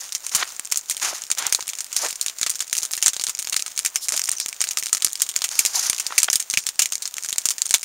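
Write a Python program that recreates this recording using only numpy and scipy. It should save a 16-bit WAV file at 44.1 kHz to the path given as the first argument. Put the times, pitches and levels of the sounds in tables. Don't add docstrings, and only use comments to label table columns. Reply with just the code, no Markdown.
import sys
import numpy as np
from scipy import signal
from scipy.fft import rfft, irfft, next_fast_len
from scipy.io import wavfile
from scipy.ndimage import uniform_filter1d, minimum_filter1d

SR = 44100
rng = np.random.default_rng(int(sys.argv[2]) if len(sys.argv) > 2 else 0)


def int16_out(signal):
    q = np.round(np.clip(np.atleast_2d(signal).T, -1, 1) * 32767)
    wavfile.write(sys.argv[1], SR, q.astype(np.int16))


N = 346085
SIZE = 4096
BINS = np.fft.rfftfreq(SIZE, 1 / SR)


def gain_of(db):
    return 10 ** (np.asarray(db) / 20)


def evened(x):
    return x / np.sqrt(np.mean(x ** 2) + 1e-20)


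def read(points, hz):
    f, value = np.transpose(points)
    return np.interp(np.log(hz + 1), np.log(f + 1), value)


def bell(hz, centre_hz, octaves):
    distance = np.log2((hz + 1) / centre_hz)
    return np.exp(-.5 * (distance / octaves) ** 2)


def add(mix, s, sound):
    first = max(round(s * SR), 0)
    part = mix[first:][:len(sound)]
    part += sound[:len(part)]


def coloured(x, points):
    size = next_fast_len(N)
    gain = gain_of(read(points, np.fft.rfftfreq(size, 1 / SR)))
    return evened(irfft(rfft(x, size) * gain, size)[:N])


def drift(count):
    knots = np.arange(0, N + count, count)
    return np.interp(np.arange(N), knots, rng.standard_normal(len(knots)))


def struck(drive, colour_db):
    cepstrum = irfft(colour_db * np.log(10) / 20)
    cepstrum[:, 1:SIZE // 2] *= 2
    cepstrum[:, SIZE // 2 + 1:] = 0
    y = irfft(rfft(drive, SIZE) * np.exp(rfft(cepstrum)))
    return y / np.linalg.norm(y, axis=1, keepdims=True)


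# (frequency [Hz], level per Hz [dB])
AIR_COLOUR = [(20, 10), (120, 1), (400, 7.5), (1500, -15), (5000, -65), (15000, -12.5)]
AIR_DB = -69.5


def air():
    return gain_of(AIR_DB) * np.array([coloured(rng.standard_normal(N), AIR_COLOUR) for _ in range(2)])


# (frequency [Hz], level per Hz [dB])
SEETHE_COLOUR = [(30, -16), (100, -24), (250, -18), (700, -7), (1400, -5.5), (3200, -7), (5000, -6),
                 (6800, 1), (8600, -2.5), (11000, -14.5), (15500, -6)]
SEETHE_DB = -43


def seethe(grain_db=4):
    flicker_db = 1.4 * drift(count=500)
    swell_db = 1.2 * drift(count=7000)
    unsteady_db = grain_db * drift(count=18) + flicker_db + swell_db
    grains = rng.standard_normal(N) * gain_of(unsteady_db)
    return gain_of(SEETHE_DB) * coloured(grains, SEETHE_COLOUR)


LAND_S, STOP_S = .009, .032
SETTLE_DB, SETTLE_S = -14, .11


def tread(start, length, roll_db):
    t = np.maximum(np.arange(N) / SR - start, 0)
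    after = np.maximum(t - length, 0)
    landing = np.minimum(t / LAND_S, 1)
    roll = gain_of(roll_db * (np.minimum(t / length, 1) - 1.0))
    settling = gain_of(SETTLE_DB) * np.exp(-after / SETTLE_S)
    return landing * roll * np.maximum(np.exp(-after / STOP_S), settling)


# (time [s], length [s], level of the packing crunch [dB], level of the swish of loose crystals [dB])
STEPS_IN_SNOW = [(0, 0.051, -43.5, -35), (0.234, 0.01, -45, -32), (.312, 0.03, -38, -29),
                 (0.351, 0.056, -29, -29.5), (.457, .03, -43, -38), (1.011, 0.081, -29.5, -26.5),
                 (1.141, 0.017, -35.5, -30.5), (1.369, 0.099, -31.5, -37), (1.955, .095, -35, -27.5),
                 (5.498, 0.29, -41, -34), (5.736, 0.064, -33.5, -24), (5.819, 0.055, -32.5, -25.5),
                 (5.953, 0.24, -43.5, -41.5)]
# (frequency [Hz], level per Hz [dB])
CRUNCH_COLOUR = [(30, -25), (200, -25), (450, -13.5), (800, -4.5), (1400, -1.5), (2500, -4.5), (4000, -5.5),
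                 (8000, -21), (15000, -37)]
# (frequency [Hz], level per Hz [dB])
SWISH_COLOUR = [(30, -36), (1500, -40), (3500, -13), (5000, -1.5), (6500, 3), (8600, -5.5), (11000, -10),
                (15500, -21)]
ROLL_CRUNCH_DB, ROLL_SWISH_DB = 2, -3


def boots(grain_db=4, clump_db=2.5):
    crunch = np.max([gain_of(db) * tread(s, length, ROLL_CRUNCH_DB)
                     for s, length, db, _ in STEPS_IN_SNOW], axis=0)
    swish = np.max([gain_of(db) * tread(s, length, ROLL_SWISH_DB)
                    for s, length, _, db in STEPS_IN_SNOW], axis=0)
    out = np.zeros(N)
    for level, colour in ((crunch, CRUNCH_COLOUR), (swish, SWISH_COLOUR)):
        unsteady_db = grain_db * drift(count=14) + clump_db * drift(count=220)
        grains = rng.standard_normal(N) * gain_of(unsteady_db)
        out += level * coloured(grains, colour)
    return out


# (frequency [Hz], level [dB])
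CRACK_COLOUR = [(30, -24), (250, -22.5), (700, -21), (1300, -16), (2300, -11.5), (3500, -10), (5000, -6),
                (6800, 1), (8600, -3), (10500, -12), (12500, -17), (15500, -20.5)]
# (frequency [Hz], level [dB])
SCATTER_COLOUR = [(60, -18), (300, -8), (900, 0), (2300, 1.5), (4000, 0.5), (6500, 0.5), (10000, 0),
                  (15000, 4.5)]
# (frequency [Hz], width [octaves], level [dB])
PILE_RESONANCES = [(1286, 0.027, 3.5), (2282, 0.019, 3)]
TAIL_T60 = 0.065


def bursts(rows, tear=0.35, tear_s=0.00073, ring_db=6.0, ring_octaves=0.19, spiky=1.67):
    s, db, ring_hz, bright_db, tail_db = np.transpose(rows)[:, :, None]
    t = np.arange(SIZE) / SR
    fibres = rng.standard_normal((len(rows), SIZE))
    echoes = rng.standard_normal((len(rows), SIZE))
    tilt = np.log2(np.maximum(BINS, 1000) / 5500) * (1 - np.exp(-(BINS / 500) ** 2))
    pile_db = sum(height * bell(BINS, hz, octaves) for hz, octaves, height in PILE_RESONANCES)
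    splinter_db = ring_db * bell(BINS, ring_hz, ring_octaves)
    colour_db = read(CRACK_COLOUR, BINS) + pile_db + bright_db * tilt + splinter_db
    crack = struck((t == 0) + tear * fibres * np.exp(-t / tear_s), colour_db)
    reflections = np.sign(echoes) * abs(echoes) ** spiky
    build_up = 1 - np.exp(-(t / 0.00075) ** 2)
    scatter = reflections * build_up * 1000 ** (-t / TAIL_T60)
    tail = struck(scatter, colour_db + read(SCATTER_COLOUR, BINS))
    sounds = gain_of(db) * np.sqrt(.002 * SR) * (crack + gain_of(tail_db) * tail)
    out = np.zeros(N)
    for start, sound in zip(s[:, 0], sounds):
        add(out, start, sound)
    return out


TICK_DB, TICK_SPREAD_DB = -35.5, 4.5


def ticks(tail_db=-11):
    count = 520
    when = rng.random(count) * N / SR
    size, bright, pitch = np.clip(rng.standard_normal((count, 3)), -2, 2).T
    level_db = TICK_DB + TICK_SPREAD_DB * size
    ring_hz = 4600 * 2 ** (.7 * pitch)
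    rows = np.c_[when, level_db, ring_hz, 1.2 * bright + .8, np.full(count, tail_db)]
    return bursts(rows, tear=0.26)


# (time [s], level of the crack [dB], ring of the splinter [Hz],
# brightness [dB per octave], scattered tail against the crack [dB])
LOUD_SNAPS = [(0.123, -20, 5160, -0.5, -5), (0.15, -16, 5670, 0, 1), (0.2664, -17, 8500, 0.5, -8),
              (0.3491, -11, 1190, 1.5, 5.5), (0.364, -9, 7400, 16, -15), (0.5958, -16.5, 1200, 1, -14),
              (0.7152, -22, 1200, 1.5, 3), (0.7225, -7, 2280, 0.5, -8.5), (0.7592, -16.5, 1300, 0.5, -5),
              (0.7732, -11, 1200, 5, -5.5), (0.8984, -12, 1180, 2.5, -4.5), (0.9092, -20, 2110, 1.5, 7),
              (0.9678, -20.5, 3000, 1.5, -5), (1.026, -24, 1610, -3.0, 8.5), (1.0483, -18.5, 9900, -6.5, 3),
              (1.2197, -21.5, 2000, -0.5, -6), (1.303, -16, 8400, -3.5, -10), (1.3154, -7.5, 3440, 1.5, -8),
              (1.3834, -21, 1170, 0.5, 8.5), (1.4673, -10, 1190, 4.5, -11), (1.5251, -5, 9800, 0.5, -6),
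              (1.5484, -3.5, 3930, 1, -12), (1.607, -21.5, 4000, -1, -1), (1.6796, -18.5, 2600, 2.5, -8),
              (1.69, -20.5, 2400, 1.0, 2), (1.7344, -22, 6740, -3.5, -23), (1.7867, -22.5, 6800, -1.5, 2),
              (1.8063, -17.5, 10000, -0.5, -2), (1.9278, -23, 1210, 0.5, 4.5), (1.9653, -10, 4730, 1.5, -2),
              (2.0478, -20.5, 1500, -2, 3), (2.0857, -21.5, 1400, 1.5, 2), (2.1081, -19, 3600, 4, -6),
              (2.2131, -11.5, 4260, 2.5, -5.5), (2.263, -14.5, 10200, -1.5, -5),
              (2.283, -16.5, 3800, -1.5, -9), (2.3858, -23.5, 4640, 1.5, -1), (2.4137, -14, 6830, -1.5, -3),
              (2.4308, -11, 3700, -1.5, -5.5), (2.464, -18, 1170, -2.5, 6), (2.4959, -16.5, 9600, 0.5, 2),
              (2.5023, -13, 7600, 9, -10), (2.5128, -23.5, 9900, -1.5, 1), (2.5556, -21.5, 1600, 2, 0),
              (2.6048, -16, 3240, -1, 2.5), (2.729, -11.5, 1590, 2.5, -3.5), (2.752, -19, 2600, 0.5, -1),
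              (2.768, -16.5, 2720, 1.5, -6), (2.7808, -13, 2300, 2, -6), (2.7855, -15.5, 4870, 1, -11),
              (2.8316, -16, 1170, 0, -0.5), (2.8521, -17.5, 9500, 0.5, -6), (2.916, -20.5, 4100, 9, -4),
              (2.9354, -14.5, 10000, -2.5, -9), (2.9676, -20, 1500, 7, -13), (2.9767, -22, 1800, -1.0, 3),
              (3.026, -9, 3000, 1, -1), (3.0559, -24, 7200, 9, 2), (3.061, -3, 7700, -1.0, -4),
              (3.069, -8.5, 6160, -1.5, -8), (3.0811, -2, 7400, 0, -9.5), (3.1338, -20.5, 3600, -0.5, -1),
              (3.1657, -18.5, 4000, -1, -6), (3.2128, -20.5, 4700, 0.0, -2), (3.2387, -13, 9000, -0.5, -5),
              (3.268, -15, 3780, -1.5, -6), (3.2951, -19.5, 1220, 0, 4.5), (3.3901, -16.5, 2400, 2.5, -1.5),
              (3.4258, -20.5, 3600, 3, -7), (3.4725, -19, 3740, -3.5, -9), (3.497, -16.5, 1500, 5.5, -11),
              (3.5253, -21.5, 2640, -1, 7.5), (3.5306, -17.5, 3800, 0, -18), (3.5433, -16, 4200, -1, -27),
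              (3.5655, -8, 4900, 1.0, -5.5), (3.6234, -15.5, 1300, 0, -15),
              (3.6628, -22.5, 1300, -1.0, 1.5), (3.7771, -14.5, 3950, 0.5, -5),
              (3.7913, -12.5, 1200, 2.5, -7), (3.8498, -14, 2100, 1.5, 1), (3.861, -11, 2200, 0.5, -5),
              (3.9585, -9.5, 2400, -0.5, -3.5), (4.0852, -13, 2080, 0.5, -15), (4.091, -12.5, 8000, 0, -8),
              (4.1222, -14, 10000, -0.5, -4), (4.1637, -18.5, 1200, 2.5, 4), (4.1766, -13.5, 5200, 0, -5),
              (4.1945, -14.5, 6140, 4, -20), (4.2174, -15, 4870, -0.5, -20), (4.2415, -17.5, 8500, 1, -16),
              (4.2747, -26, 1900, 1, 4), (4.2897, -16.5, 9800, -3.5, -21), (4.2933, -11, 8400, 3, -25),
              (4.3159, -12.5, 8650, 1.5, -4.5), (4.3668, -33, 5800, 2, -2), (4.4007, -14, 5160, 1, -6),
              (4.461, -16.5, 6400, -0.5, -13), (4.4843, -22, 2000, 0.5, -5), (4.606, -14.5, 5530, -3, -3.5),
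              (4.6155, -8.5, 2300, 0, -7), (4.6407, -15, 1800, 1.5, -3), (4.689, -15.5, 7650, -1.5, -11),
              (4.7093, -23, 2880, 2, 7), (4.7724, -12, 1300, -2.5, -5.5), (4.7855, -16.5, 4600, 4, 0),
              (4.8265, -19.5, 1800, -1.0, -10), (4.8351, -20.5, 2700, 3, -2), (4.8593, -18, 3600, 2, -10),
              (4.8679, -19, 1300, 0.5, -5), (4.9296, -3.5, 8450, 0, -7), (4.9489, -13, 1300, 0.5, -5),
              (4.9706, -19, 2000, 2, -14), (5.0226, -14.5, 3600, -0.5, -2.5), (5.0465, -3, 10000, 1.0, -8),
              (5.066, -16.5, 4700, 0.5, -19), (5.1318, -16.5, 3600, 9, -18), (5.1558, -20, 4700, 0.5, -8),
              (5.2059, -21, 1600, -0.5, -4), (5.2191, -2, 3650, 2.5, -7), (5.2903, -17.5, 3500, 1.5, 0),
              (5.3627, -9, 7200, 0.5, -5.5), (5.4195, -15.5, 3600, -1.5, -5),
              (5.4412, -16, 2700, -0.5, 6.5), (5.4903, -18.5, 9600, -2.5, -17), (5.555, -21, 1200, 2, -11),
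              (5.5914, -3, 2350, 3, -1), (5.6512, -9.5, 2440, 0.5, -4.5), (5.6608, -10, 4760, 1.5, -2),
              (5.744, -32, 4900, -5, -6), (5.8984, -3.5, 9300, 0.5, -10), (5.931, -16.5, 1200, -2, -6),
              (5.9986, -16, 2600, 0.5, 2.5), (6.0663, -14, 4670, 2.5, -4.5),
              (6.1241, -24.5, 1800, -10.5, -4), (6.18, -2, 2160, 1, 0), (6.2023, -12.5, 6900, 0, -9),
              (6.2312, -2.5, 9500, -0.5, -9), (6.2441, -13, 2600, 1, -8), (6.3012, -10.5, 5800, -1, -7),
              (6.3304, -7, 1680, 1, -2), (6.357, -2.5, 3080, 3, -8), (6.4014, -14.5, 9900, 0, -1),
              (6.5007, -14, 8600, 0.5, -10), (6.5099, -18, 5530, 2.5, -3), (6.5388, -14.5, 2650, -1, -2),
              (6.5735, -5.5, 2460, -1.5, -5), (6.6669, -13, 3650, 1.5, -2.5),
              (6.6896, -15, 3200, 0.0, -4.5), (6.793, -8.5, 2800, -0.5, 3.5), (6.8193, -13, 2870, 2.5, 2),
              (6.822, -8.5, 2450, 0.5, -4), (6.8578, -14, 2200, 0.5, -4), (6.9229, -16.5, 1200, 0, -1),
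              (6.9332, -19.5, 6500, 1.5, -2), (6.9547, -14.5, 5970, 0, -12), (7.0225, -21, 4200, 1, 2.5),
              (7.0554, -18.5, 4970, -0.5, -0.5), (7.141, -21.5, 3150, 1.5, -18),
              (7.168, -22.5, 5200, -1.5, -5), (7.2363, -21.5, 2200, 1.5, -10),
              (7.2472, -20, 1500, -0.5, -4), (7.2878, -18.5, 6140, 0, -4), (7.3058, -20.5, 6400, -2, -22),
              (7.328, -14, 3630, 0.5, -6), (7.3827, -7, 7150, 0.5, -7), (7.4556, -9.5, 1200, 2, -0.5),
              (7.488, -10.5, 8500, 1.5, -11), (7.5057, -14.5, 1200, 2, 2.5), (7.5825, -19.5, 1800, 1, -4),
              (7.619, -7.5, 4530, 2, -12), (7.6572, -18, 6150, 0, -4), (7.6656, -17.5, 9900, -0.5, -13),
              (7.693, -22, 3000, 6, -5), (7.7089, -10.5, 8100, -0.5, -5.5), (7.7404, -3, 3600, -1.0, 1),
              (7.8305, -20.5, 2400, 0.5, 0)]


def snaps():
    return bursts(LOUD_SNAPS)


FLURRY_SHARE = .5
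FLURRY_S = .024
FLURRY_DB, FLURRY_SPREAD_DB, FLURRY_TAIL_DB = -24.5, 3, -8


def flurries():
    s = np.repeat(np.array(LOUD_SNAPS)[:, 0], 2)
    size, bright, pitch, tail = np.clip(rng.standard_normal((len(s), 4)), -2, 2).T
    when = s + FLURRY_S * (.2 + rng.exponential(1, len(s)))
    level_db = FLURRY_DB + FLURRY_SPREAD_DB * size
    ring_hz = 4200 * 2 ** (.8 * pitch)
    rows = np.c_[when, level_db, ring_hz, 2 * bright + .3, FLURRY_TAIL_DB + 3.5 * tail]
    turn = rng.permutation(len(s))
    return bursts(rows[turn < FLURRY_SHARE * len(s)])


def puffs(rows):
    t = (np.arange(2 * SIZE) - SIZE) / SR
    bins = np.fft.rfftfreq(2 * SIZE, 1 / SR)
    out = np.zeros(N)
    for s, db, hz, octaves, length in rows:
        swell = np.exp(-.5 * (t / length) ** 2)
        band = irfft(rfft(rng.standard_normal(2 * SIZE)) * bell(bins, hz, octaves))
        sound = swell * band
        add(out, s + t[0], gain_of(db) * sound * np.linalg.norm(swell) / np.linalg.norm(sound))
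    return out


# (time of the peak [s], level [dB], centre [Hz], width [octaves], length [s])
BOOT_KNOCKS = [(.352, -41, 110, 0.85, 0.0066), (.429, -16, 1670, 1, 0.0028), (.431, -38, 600, 0.89, 0.0035),
               (1.115, -37, 900, 0.96, 0.0028), (1.133, -30, 800, 0.98, 0.0027),
               (1.592, -30.5, 840, .65, 0.0026), (2.049, -29, 860, 0.93, 0.017),
               (4.142, -35.5, 800, 1, 0.0083), (5.775, -33, 870, 0.16, 0.0068),
               (6.107, -27.5, 1180, 0.93, 0.0013), (6.124, -25.5, 1360, 0.95, 0.0012),
               (6.286, -16.5, 1450, 0.92, 0.0019)]


def knocks():
    return puffs(BOOT_KNOCKS)


# (time of the peak
# [s], level [dB], centre [Hz], width [octaves], length [s])
STEAM_JETS = [(3.95, -36, 8700, 0.057, 0.0046), (3.985, -38, 5350, .04, 0.015),
              (4.04, -28, 6550, 0.66, 0.016), (4.14, -25, 5900, 0.53, 0.01),
              (4.372, -26, 6000, 0.091, 0.0038), (4.42, -29.5, 5900, 0.36, 0.02),
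              (6.576, -40, 90, .9, 0.0035), (6.622, -38.5, 6450, 0.4, 0.018)]


def jets():
    return puffs(STEAM_JETS)


# (frequency [Hz], level [dB])
SIDE_LEVEL = [(60, -7), (250, -9), (1000, -15), (3000, -19), (7000, -25), (13000, -14)]


def side_noise(x):
    hz, _, z = signal.stft(x, SR, nperseg=256)
    phase = np.exp(2j * np.pi * rng.random(z.shape))
    noise = z * gain_of(read(SIDE_LEVEL, hz))[:, None] * phase
    return signal.istft(noise, SR, nperseg=256)[1][:N]


def scene():
    fire = seethe() + ticks() + snaps() + flurries() + jets()
    direct = fire + boots() + knocks()
    return direct + np.array([[1], [-1]]) * side_noise(direct) + air()


NOTCH_HZ, NOTCH_Q = 7920, 22
EDGE_HZ = 15800


def record(dry):
    ported = signal.lfilter(*signal.iirnotch(NOTCH_HZ, NOTCH_Q, SR), dry)
    headroom = 1 / np.maximum(abs(ported).max(0), 1)
    limited = ported * uniform_filter1d(minimum_filter1d(headroom, size=7), size=5)
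    low_pass = signal.firwin(255, EDGE_HZ, window=("kaiser", 7), fs=SR)
    return signal.oaconvolve(limited, low_pass[None], "same")


dry = scene()
out = record(dry)
int16_out(out)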